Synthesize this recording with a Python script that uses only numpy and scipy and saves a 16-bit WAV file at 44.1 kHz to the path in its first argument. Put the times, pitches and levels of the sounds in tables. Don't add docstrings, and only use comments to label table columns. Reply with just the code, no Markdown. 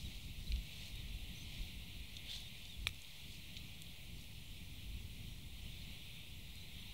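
import sys
import numpy as np
from scipy import signal
from scipy.fft import rfft, irfft, next_fast_len
from scipy.io import wavfile
from scipy.ndimage import uniform_filter1d, map_coordinates

SR = 44100
rng = np.random.default_rng(int(sys.argv[2]) if len(sys.argv) > 2 else 0)


def log_audio(samples):
    frames = np.atleast_2d(samples).T
    limited = np.clip(frames, -1, 1)
    pcm = np.round(limited * 32767).astype(np.int16)
    wavfile.write(sys.argv[1], SR, pcm)


def invert_db(level):
    return 10 ** (np.asarray(level, dtype=float) / 20)


N = 305613


def unit(x):
    return x / np.sqrt(np.mean(x ** 2) + 1e-20)


def along(points, hz):
    f, v = np.transpose(points)
    return np.interp(np.log(hz + 1), np.log(f + 1), v)


def curve(rows):
    s, values = np.transpose(rows)
    return np.interp(np.arange(N) / SR, s, values)


def wobble(rate):
    knots = rng.standard_normal(int(N * rate / SR) + 4)
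    return map_coordinates(knots, [np.arange(N) * rate / SR])


def peak_db(s, db, rise, fall, hold=0):
    t = np.arange(N) / SR - s
    slope = np.maximum(-t / abs(rise), (t - hold) / abs(fall))
    return db - 20 * np.maximum(0, slope)


def loudest(rows):
    return invert_db(np.max([peak_db(*row) for row in rows], axis=0))


def filtered(x, response):
    m = next_fast_len(N + SR // 2)
    return irfft(rfft(x, m) * response(np.fft.rfftfreq(m, 1 / SR)), m)[..., :N]


def resonances(modes):
    def response(f):
        total = 0
        for k, (c, w, db) in enumerate(modes):
            total = total + (-1) ** k * invert_db(db) * 1j * f * w / (c * c - f * f + 1j * f * w)
        return total
    return response


def burst(seconds, decay):
    count = round(seconds * SR)
    x = rng.standard_normal(count) * np.exp(-np.arange(count) / SR / abs(decay))
    return x / np.linalg.norm(x)


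def rush(spectrum, patchy_db):
    z = signal.stft(rng.standard_normal(N + 512), nperseg=512)[2]
    field = uniform_filter1d(rng.standard_normal(z.shape), size=5, axis=0)
    field = uniform_filter1d(field, size=10, axis=1)
    x = signal.istft(z * invert_db(patchy_db * unit(field)), nperseg=512)[1][:N]
    return unit(filtered(x, lambda hz: invert_db(along(spectrum, hz))))


def strike():
    # hz, width_hz, level_db
    face_modes = [
        [(1213.2, 240, -4.5)],
        [(1850, 350, -10)],
        [(2339.1, 210, 2)],
        [(3250, 190, -6), (3860, 440, -1)],
    ]
    # hz, width_hz, level_db
    crown_modes = [
        (5700, 735, -1),
        (6793, 318, -3),
        (8348, 1410, -2),
        (11502, 341, 0),
        (13400, 1200, -9.5),
        (15000, 600, -16.5),
    ]
    # delay_s, level_db, smear_s, brightness_db
    reflections = [
        (.0055, -22, 0.004, -3),
        (0.013, -34.5, 0.01018, -1.5),
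        (.0205, -23, 0.0012, -7.5),
        (.03, -43, 0.023, -20),
    ]
    at, push, shimmer = round(2.8699 * SR), np.zeros(N), np.zeros(N)
    push[at] = 1
    late = burst(.01, decay=0.001037)
    shimmer[at + 22:][:len(late)] = invert_db(-18) * late
    for delay_s, db, smear_s, bright_db in reflections:
        scatter = burst(.12, smear_s)
        start = at + round(delay_s * SR)
        push[start:][:len(scatter)] += invert_db(db) * scatter
        shimmer[start:][:len(scatter)] += invert_db(db + bright_db) * scatter
    thump = filtered(push, resonances([(420, 400, -18), (760, 200, -20)]))
    capsule = resonances([(2900, 3000, .1)])
    face = filtered(push, lambda f: sum(resonances(group)(f) for group in face_modes) * capsule(f))
    crown = filtered(shimmer, resonances(crown_modes))
    return invert_db(6.5) * (thump + face + crown)


def ticks():
    # start_s, peak_db, knock_hz, snap_hz, snap_minus_peak_db
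    tick_rows = [(0.5202, -23.5, 2450, 5900, -23), (0.5597, -32, 2859, 5912, -16),
                 (0.957, -42, 3790, 9600, -11), (2.1670, -31, 3597, 6401, -13),
                 (2.17, -35.5, 3700, 6407, -13.5), (2.4044, -41.5, 3392, 8600, -11),
                 (2.653, -35, 3595, 6504, -17), (2.945, -44, 2835, 8000, -11),
                 (3.019, -43.5, 2680, 7300, -3), (3.0466, -34.5, 4000, 4500, -13),
                 (3.567, -25.5, 2463, 5900, -22), (3.571, -34, 2500, 5907, -13.5),
                 (3.5733, -35.5, 3292, 6000, -8), (3.5893, -41, 2840, 6200, -15.5),
                 (3.8196, -33.5, 3472, 9000, -12), (3.8665, -37, 3285, 5000, -30.5),
                 (4.2406, -40.5, 2668, 6198, -7), (6.5553, -43, 4300, 7800, -7)]
    out, span = np.zeros(N + SR), SR // 20
    f = np.fft.rfftfreq(span, 1 / SR)
    presence = resonances([(3300, 2400, 1)])(f) ** 3
    lead = SR // 1600
    for s, db, knock_hz, snap_hz, snap_db in tick_rows:
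        snap_width_hz = 1700 * (snap_hz / 6000) ** 4.2
        knock = resonances([(knock_hz, 700, .1)])(f) + resonances([(3800, 900, -4)])(f)
        snap = resonances([(snap_hz, abs(snap_width_hz), snap_db / 2 + 3)])(f) ** 2
        jolt = invert_db(-4) * np.pad(burst(.015, decay=.0025), (lead, span))[:span]
        jolt[lead] += 1
        tick = irfft(rfft(jolt) * (knock * presence + snap), span)
        out[round(s * SR):][:span] += invert_db(db + 13.5) * tick
    return out[:N]


def rustle():
    # hz, density_db
    cloth_spectrum = [(2000, -38), (4200, 3), (4900, -3.5), (6000, -5), (7500, -9), (9500, -13.5),
                      (12000, -21.5), (15000, -24.5)]
    # hz, density_db
    turf_spectrum = [(1000, -44), (1600, -23), (2200, -22), (3000, -6), (3500, 1), (4100, -6.5),
                     (4700, -14), (6000, -34)]
    # peak_s, level_db, rise_s and fall_s per 20 dB
    strokes = [(0, -64, 0.099, 0.976), (.45, -66, 0.458, 0.298), (.75, -66, 0.1697, 0.9215),
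               (.86, -60.5, 0.453, 0.1486), (1.3, -73.5, 0.901, -1.3866), (1.6, -64, 0.4896, -0.308),
               (2.315, -57, .07, .25), (2.35, -58, .12, .15), (2.65, -67, 0.448, 0.7717),
               (2.9, -69, .4, 0.1568), (3.15, -69, 0.891, 1.0739), (3.33, -63, 0.1994, 0.179),
               (4.22, -66, 0.159, 0.0555), (5.85, -71.5, 0.704, -0.005)]
    cloth_grains = unit(invert_db(2.5 * wobble(350)) * rush(cloth_spectrum, patchy_db=.8))
    turf_grains = unit(invert_db(2.5 * wobble(350)) * rush(turf_spectrum, patchy_db=.6))
    scuff_db = peak_db(s=2.3, db=-48.5, rise=0.0353, fall=0.0992, hold=0.04135)
    direct = loudest(strokes) * cloth_grains + invert_db(scuff_db) * turf_grains
    return filtered(direct, lambda hz: 0.9744 + 0.5044 * np.exp(-2j * np.pi * hz * 0.0031))


def glide(s, length, db, shares, hz, blur):
    t = np.arange(0, abs(length), 1 / SR)
    u = t / abs(length)
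    ends = np.clip(np.minimum(t, t[-1] - t) / 0.005465, 0, 1)
    arch = invert_db(db + 4 - 1.5 * (2 * u - 1) ** 2)
    pitch_hz = np.interp(u, shares, hz) * blur[:len(t)]
    return s, ends * arch * np.sin(2 * np.pi * np.cumsum(pitch_hz) / SR)


def birds():
    # start_s, length_s, from_hz, to_hz, level_db
    note_rows = [(.045, 0.03156, 3930, 3702, -53), (.465, 0.02415, 3800, 4067, -56),
                 (.96, 0.0631, 3800, 3700, -61), (2.39, 0.0559, 3374, 3438, -59.5),
                 (2.441, 0.04957, 3700, 3600, -60.5), (2.61, 0.04598, 3525, 3450, -63),
                 (2.69, 0.0686, 3817, 3324, -58), (5.801, 0.03177, 4260, 4179, -63.5),
                 (6.019, 0.2775, 3581, 3679, -68), (6.554, 0.04198, 4312, 3940, -62),
                 (6.596, 0.0627, 3960, 4020, -64), (4.539, 0.0515, 4513, 5800, -75),
                 (.78, 0.0408, 6000, 6395, -75), (1.636, 0.03013, 5846, 6316, -75),
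                 (6.6, 0.036, 5900, 6392, -73.5), (6.87, 0.03847, 5906, 6209, -73.5),
                 (2.174, .03, 3559, 3516, -61.5), (5.7, 0.1093, 3450, 3534, -65),
                 (6.7, 0.2023, 3650, 3600, -67.5)]
    # start_s, length_s, level_db
    chips = [
        (1.351, .04, -65.5),
        (1.395, 0.04796, -65),
    ]
    chip_hz, rise_hz_per_s, turn_share, drop_hz = 5800, 17000, 0.7057, 500
    out = np.zeros(N + SR)
    blur = 1 + .006 * wobble(250)
    notes = []
    for s, length, from_hz, to_hz, db in note_rows:
        notes.append(glide(s, length, db, [0, 1], [from_hz, to_hz], blur))
    for s, length, db in chips:
        top_hz = chip_hz + rise_hz_per_s * turn_share * length
        pitches_hz = [chip_hz, top_hz, top_hz - drop_hz]
        notes.append(glide(s, length, db, [0, turn_share, 1], pitches_hz, blur))
    for s, note in notes:
        out[round(s * SR):][:len(note)] += note
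    return out[:N] * invert_db(np.clip(3.5 * wobble(150), -20, 4) - 1)


def lark_voice(hz):
    pitch_hz = hz * (1 + .025 * wobble(30) + .01 * wobble(300))
    syllables = invert_db(np.clip(6 * wobble(25), -30, 7))
    return np.sin(2 * np.pi * np.cumsum(pitch_hz) / SR) * syllables


def larks():
    # peak_s, level_db, rise_s and fall_s per 20 dB
    bouts = [
        (.1, -70, 1.5, 1.5),
        (.8, -68, 1.5, 1.5),
        (2.35, -68, 1.5, 1.5),
        (3.4, -73, 3, 3),
        (5.9, -69, 1.5, 2.5),
        (6.8, -69, 1.5, 1.5),
    ]
    return loudest(bouts) * (lark_voice(hz=3700) + 0.32 * lark_voice(hz=3457.8))


def wind():
    # hz, density_db
    deep_spectrum = [(10, -28), (20, -6), (40, -0.5), (62, -0.5), (80, -14.5), (120, -57)]
    # hz, density_db
    flutter_spectrum = [(40, -51.5), (58, -18.5), (75, -0.5), (177, -7), (262, -16.5), (392, -25.5),
                        (500, -34), (650, -81)]
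    # time_s, level_db
    wind_rows = [(0, -59), (.35, -58), (.7, -59.5), (1.0, -55), (1.5, -56), (1.95, -59), (2.6, -62.5),
                 (2.9, -56.5), (3.05, -69.5), (3.5, -60), (4.0, -64), (4.15, -55.5), (4.35, -60),
                 (4.75, -57), (5.3, -55), (6.0, -59), (6.6, -59.5), (6.93, -60.5)]
    # peak_s, rise_over_wind_db, half_length_s
    gusts = [(0.065, 14.5, 0.0515), (.17, 8.5, 0.0428), (0.278, 10, 0.0482), (0.404, 15.5, 0.0724),
             (0.518, 19.5, 0.13284), (0.976, 4, 0.1223), (1.144, 7.5, 0.0606), (1.604, 12, 0.05697),
             (1.751, 6.5, 0.1047), (1.983, 6.5, 0.071), (2.376, 5.5, 0.0657), (2.793, 7, 0.1542),
             (3.278, 8.5, 0.0594), (4.511, 6, 0.0499), (4.935, 10.5, 0.08794), (5.215, 5.5, 0.0563),
             (5.687, 8.5, 0.08844), (5.905, 3, 0.0533), (6.766, 5, 0.0826)]
    t = np.arange(N) / SR
    wind_db = curve(wind_rows)
    gust_shapes = [db * np.clip(1 - abs(t - s) / abs(half), 0, 1) for s, db, half in gusts]
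    gust_db = np.max(gust_shapes, axis=0)
    deep = invert_db(wind_db + gust_db + 1.5) * rush(deep_spectrum, patchy_db=.5)
    flutter_db = -57.5 + 0.6569 * (wind_db + 59.5) + 0.3807 * gust_db
    flutter = unit(invert_db(1.409 * wobble(11)) * rush(flutter_spectrum, patchy_db=0.5))
    return deep + invert_db(flutter_db) * flutter


def surf():
    # hz, density_db
    surf_spectrum = [(250, -44.5), (400, -12.5), (700, -9.5), (1100, -16.5), (1640, -24.5), (2000, -5),
                     (2400, 0.5), (2900, 1.5), (3700, 1.5), (4200, -3), (4800, -18.5), (6000, -21.5)]
    # time_s, level_db
    swell = [(0.0, -57.5), (0.46, -59), (0.85, -54.5), (1.18, -57.5), (1.41, -56.5), (1.58, -55.5),
             (2.01, -57.5), (2.31, -56), (2.87, -59.5), (3.24, -57.5), (3.73, -58), (4.3, -60),
             (4.77, -59.5), (5.02, -59.5), (5.56, -59.5), (5.81, -55.5), (6.37, -59.5), (6.93, -56.5)]
    surf_db = curve(swell) - 0.0635 + 0.5959 * wobble(9)
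    return invert_db(surf_db) * rush(surf_spectrum, patchy_db=0.9598)


def split_bands():
    low_limit_hz, high_limit_hz, band_ratio = 4500, 14000, 1.2
    out, span = np.zeros(N + SR), 1500
    f = np.fft.rfftfreq(span, 1 / SR)
    for when, where in rng.random((23, 2)):
        low_hz = low_limit_hz * (high_limit_hz / low_limit_hz) ** where
        band = (f > low_hz) & (f < low_hz * band_ratio)
        noise = irfft(rfft(rng.standard_normal(span)) * band, span)
        out[round(when * N):][:span] += np.hanning(span) * noise
    return invert_db(-62.5) * out[:N] * [[1], [-1]]


def scene():
    near = strike() + ticks() + rustle()
    far = birds() + larks() + wind() + surf()
    return np.tile(near + far, (2, 1))


def roll_off(x):
    return signal.sosfilt(signal.butter(12, 16240, fs=SR, output="sos"), x)


def record(dry):
    # hz, density_db
    hiss_spectrum = [(300, -0.5), (1000, -4), (1700, -9.5), (4500, 1), (7000, -1.5), (15500, -2)]
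    # hz, rms_db
    whistle_tones = [
        (15600, -85),
        (15650, -88),
    ]
    t = np.arange(N) / SR
    hiss = invert_db(-64) * rush(hiss_spectrum, patchy_db=1.3473)
    whistle = sum(invert_db(db + 3) * np.sin(2 * np.pi * hz * t) for hz, db in whistle_tones)
    mix = filtered(dry + hiss + whistle + split_bands(), lambda hz: hz < 15730)
    offset = -.0017
    return roll_off(mix + offset)


dry = scene()
out = record(dry)
log_audio(out)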